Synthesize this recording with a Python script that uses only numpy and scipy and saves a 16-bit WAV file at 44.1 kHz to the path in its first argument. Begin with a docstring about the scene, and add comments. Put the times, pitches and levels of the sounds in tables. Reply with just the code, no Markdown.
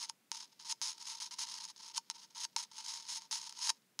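"""A small loudspeaker crackles as its bare leads are rubbed on a button cell, close to the microphone.
The uneven contact chops the current into dense impulses; making or breaking it outright gives a sharp
snap. Both excite the resonances of the cone. The wire also scratches faintly on the metal.
The speaker lies on carpet in a small, dead room with a low hum and hiss."""
import sys
import numpy as np
from scipy import signal
from scipy.fft import rfft, irfft, next_fast_len
from scipy.io import wavfile
from scipy.ndimage import map_coordinates

SR = 44100
rng = np.random.default_rng(int(sys.argv[2]) if len(sys.argv) > 2 else 0)


def to_wav(s):
    """Save 16-bit WAV."""
    ch = np.atleast_2d(s).T  # columns
    pcm = np.round(np.clip(ch, -1, 1) * 32767)  # PCM
    wavfile.write(sys.argv[1], SR, pcm.astype(np.int16))


N = 176400

MIDDLING_DB, BREAKS_PER_S = -46, 5000  # level and rate of brief breaks in a middling rub


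def crackle(rub_db):
    """Shot noise drives the cone: sparse, long breaks sputter in light rubs, brief ones fizz when firm."""
    # spectral weighting of a brief and of a long break (frequency [Hz], gain [dB])
    brief_tilt = [(950, -5.5), (2000, -0.5), (9500, 2.5)]
    long_tilt = [(950, 4), (1600, 0.5), (5000, 1.5), (7500, -5.5)]
    long_share = .65 / (1 + amp(rub_db) ** 2)  # fraction of the power
    size = amp(rub_db + MIDDLING_DB - 1)
    brief_breaks = ticks(BREAKS_PER_S * np.exp(0.02 * rub_db)) * size * np.sqrt(1 - long_share)
    long_breaks = ticks(per_s=550) * size * np.sqrt(long_share)
    fizz = signal.fftconvolve(brief_breaks, cone_click(brief_tilt))
    sputter = signal.fftconvolve(long_breaks, cone_click(long_tilt))
    return (fizz + sputter)[:N]


def rubbing():
    """Stick-slip friction: rub strength in dB over a middling rub, steadier as the rub grows firmer."""
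    # contact envelopes: one per rub, and a long, faint one for the resting wire (time [s], level [dB])
    rubs = [
        [(0, -44.5), (.05, -42), (.066, -61), (.085, -61), (.097, -43)],
        [(.31, -77), (3.78, -76.5)],
        [(.324, -52), (.365, -47), (.386, -52), (.439, -51), (.48, -85.5)],
        [(.505, -83), (.525, -60.5), (.55, -96)],
        [(.593, -53.5), (.645, -62), (.65, -49.5), (.69, -47.5), (.7, -37.5), (.726, -37.5)],
        [(.819, -37), (.9, -42.5), (.974, -68.5), (.981, -48), (.989, -70), (1.001, -49.5), (1.03, -49.5),
         (1.046, -60.5), (1.054, -47.5), (1.095, -42.5), (1.192, -54.5)],
        [(1.201, -41.5), (1.257, -44), (1.295, -68)],
        [(1.309, -46.5), (1.346, -50), (1.358, -66), (1.382, -54), (1.388, -39.5), (1.439, -39.5), (1.455, -54),
         (1.504, -44), (1.598, -53), (1.61, -46.5), (1.626, -54.5), (1.639, -43.5), (1.675, -60), (1.692, -46),
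         (1.72, -64.5)],
        [(1.76, -58), (1.887, -51), (1.911, -60), (1.914, -49.5), (1.921, -54), (1.928, -83), (1.94, -55),
         (1.979, -35)],
        [(2.105, -53), (2.114, -44), (2.121, -83), (2.145, -63), (2.15, -51.5), (2.174, -60.5), (2.245, -54.5),
         (2.272, -79)],
        [(2.301, -68), (2.309, -59.5), (2.325, -82)],
        [(2.347, -53.5), (2.453, -38.5)],
        [(2.571, -41), (2.613, -42), (2.621, -52), (2.638, -46), (2.667, -78)],
        [(2.714, -59), (2.776, -53), (2.783, -48), (2.815, -53.5), (2.89, -43.5), (2.968, -46), (2.98, -51.5),
         (3.024, -56), (3.06, -60.5), (3.093, -41), (3.173, -41.5), (3.201, -60.5), (3.246, -57), (3.27, -73)],
        [(3.311, -38.5), (3.376, -41.5), (3.41, -49.5), (3.462, -51), (3.472, -42.5), (3.486, -60.5),
         (3.495, -43.5), (3.51, -63), (3.561, -59), (3.566, -49), (3.6, -50.5), (3.621, -41), (3.69, -36)],
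        [(3.82, -64), (3.825, -81)],
    ]
    t = np.arange(N) / SR
    envelopes = [np.interp(t, *np.transpose(rub), left=-120, right=-120) for rub in rubs]
    rub_db = np.max(envelopes, axis=0) - MIDDLING_DB
    unsteadiness = np.clip(1 - 0.1 * rub_db, .3, 1.25)
    flutter = 2.5 * np.clip(wobble(knots_per_s=190), -2, 1)
    grit = 3 * np.clip(wobble(knots_per_s=700), -2, 1)
    return rub_db + unsteadiness * flutter + np.sqrt(unsteadiness) * grit


def ticks(per_s, spread_db=3):
    """A random point process: impulses of either sign and uneven size, with mean power 1."""
    chance = np.clip(per_s / SR, 1e-3, 1)
    sizes = unit(amp(spread_db * np.clip(rng.standard_normal(N), -2, 2)))
    signs = rng.choice([-1, 1], N)
    return (rng.random(N) < chance) * sizes * signs / np.sqrt(chance)


def cone_click(tilt, resonance_hz=922, width_hz=76, size=4096):
    """Damped resonance: the cone's response to one jump of current, scaled to energy 1."""
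    # colour of the cone's break-up modes (frequency [Hz], gain [dB])
    break_up = [(520,-37.5),(700,-30),(900,-20.5),(1300,-18.5),(1750,-17),(2000,-14),(2600,-15),(3150,-8),(3400,-11.5),(4000,-4.5),(4650,-4.5),(5250,1.5),(5900,-5.5),(6450,1.5),(7250,-9.5),(7550,-16),(8100,-10),(8880,-17),(9550,-9.5),(11400,-24),(12300,-47),(14300,-27),(15500,-41)]
    hz = np.fft.rfftfreq(size, 1 / SR)
    resonance = np.abs(hz ** 2 / (resonance_hz ** 2 - hz ** 2 + 1j * hz * width_hz))
    magnitude = resonance * along(break_up, hz) * along(tilt, hz)
    # folding the cepstrum gives a causal, minimum-phase click
    cepstrum = irfft(np.log(magnitude + 1e-4))
    cepstrum[1:size // 2] *= 2
    cepstrum[size // 2 + 1:] = 0
    click = irfft(np.exp(rfft(cepstrum)))
    return click / np.linalg.norm(click)


def snaps():
    """Step excitation: the full current switches on and off in turn, throwing the cone out and back."""
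    # outright makes and breaks of contact (time [s], peak level [dB])
    switchings = [(.0973, -30), (.0978, -22), (.3169, -17.5), (.725, -22), (.8161, -19), (1.4154, -25),
                  (1.9725, -26), (1.9789, -30), (1.9795, -18), (1.98, -22), (1.9815, -25), (2.1005, -18),
                  (2.451, -24), (2.5633, -17), (2.56495, -17), (2.56555, -17), (2.782, -33), (3.2205, -34),
                  (3.3122, -27), (3.3282, -18), (3.5255, -31), (3.6733, -19), (3.6923, -18), (3.6937, -16),
                  (3.6946, -18), (3.6955, -17.5), (3.6967, -19), (3.6987, -16.5), (3.7004, -19),
                  (3.7018, -16), (3.7032, -14), (3.9918, -17.5)]
    # spectral weighting of a snap (frequency [Hz], gain [dB])
    snap_tilt = [(700, 7.4), (950, 2.4), (1500, 4), (6000, 1.8)]
    jumps = np.zeros(N + SR)
    for k, (time_s, peak_db) in enumerate(switchings):
        jumps[round(time_s * SR)] += amp(peak_db) * (-1) ** k
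    click = cone_click(snap_tilt)
    return signal.fftconvolve(jumps, click / np.abs(click).max())[:N]


def scratch(rub_db):
    """Friction noise of wire on metal: it grows more slowly than the crackle, so light rubs reveal it."""
    # spectrum of the wire's thin rasp (frequency [Hz], relative level [dB])
    rasp_spectrum = [(900,-33.5),(2400,-8.5),(3100,-2),(4200,1),(5300,1.5),(6600,-9.5),(7600,-22),(15000,-29)]
    rasp = unit(filtered(ticks(BREAKS_PER_S), lambda hz: along(rasp_spectrum, hz)))
    return rasp * amp(-56.5 + 0.73 * rub_db)


def reverberation(x, t60_s, delay_s=0.0022):
    """Diffuse reflections arrive after a short delay and decay exponentially, by 60 dB in t60_s."""
    t = np.arange(SR // 2) / SR
    response = rng.standard_normal(len(t)) * np.exp(-np.log(1000) * t / t60_s) * (t > delay_s)
    return signal.fftconvolve(x, response / np.linalg.norm(response))[:N]


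def noise_floor(hum_hz=191):
    """Stationary noise of the room and microphone: broadband hiss and a pure-tone hum."""
    # spectrum of the background noise (frequency [Hz], relative level [dB])
    hiss_spectrum = [(25,-28),(70,-35),(122,-6.5),(200,-0.5),(450,-7.5),(700,-12),(2000,-12),(8000,-16.5),(15500,-20)]
    hiss = unit(filtered(rng.standard_normal(N), lambda hz: along(hiss_spectrum, hz)))
    hum = np.sqrt(2) * np.sin(2 * np.pi * hum_hz * np.arange(N) / SR)
    return amp(-74) * hiss + amp(-94.5) * hum


def amp(db):
    """Decibels to amplitude ratio."""
    return 10 ** (np.asarray(db) / 20)


def unit(x):
    """Normalisation to rms 1."""
    return x / np.sqrt(np.mean(x ** 2) + 1e-20)


def along(points, hz):
    """Amplitude gain, interpolating (frequency [Hz], gain [dB]) points on a log-frequency axis."""
    point_hz, point_db = np.transpose(points)
    return amp(np.interp(np.log(hz + 1), np.log(point_hz + 1), point_db))


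def wobble(knots_per_s):
    """Smooth random modulation: a spline through Gaussian knots."""
    return map_coordinates(rng.standard_normal(N // 8), [np.arange(N) * knots_per_s / SR], mode="wrap")


def filtered(x, response):
    """Linear filtering: the spectrum of x times a frequency response."""
    size = next_fast_len(N + SR // 2)
    hz = np.fft.rfftfreq(size, 1 / SR)
    return irfft(rfft(x, size) * response(hz), size)[:N]


def scene():
    """Superposition of the direct sound, near-wall reflections, a faint tail and the noise floor."""
    rub_db = rubbing()
    direct = crackle(rub_db) + scratch(rub_db) + snaps()
    walls = amp(-13.5) * reverberation(direct, t60_s=0.048)
    tail = amp(-29) * reverberation(direct, t60_s=0.22)
    return (direct + walls + tail + noise_floor())[None]


def record(dry):
    """Band limiting by an ideal low-pass filter."""
    return filtered(dry[0], lambda hz: hz < 15700)[None]


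dry = scene()
out = record(dry)
to_wav(out)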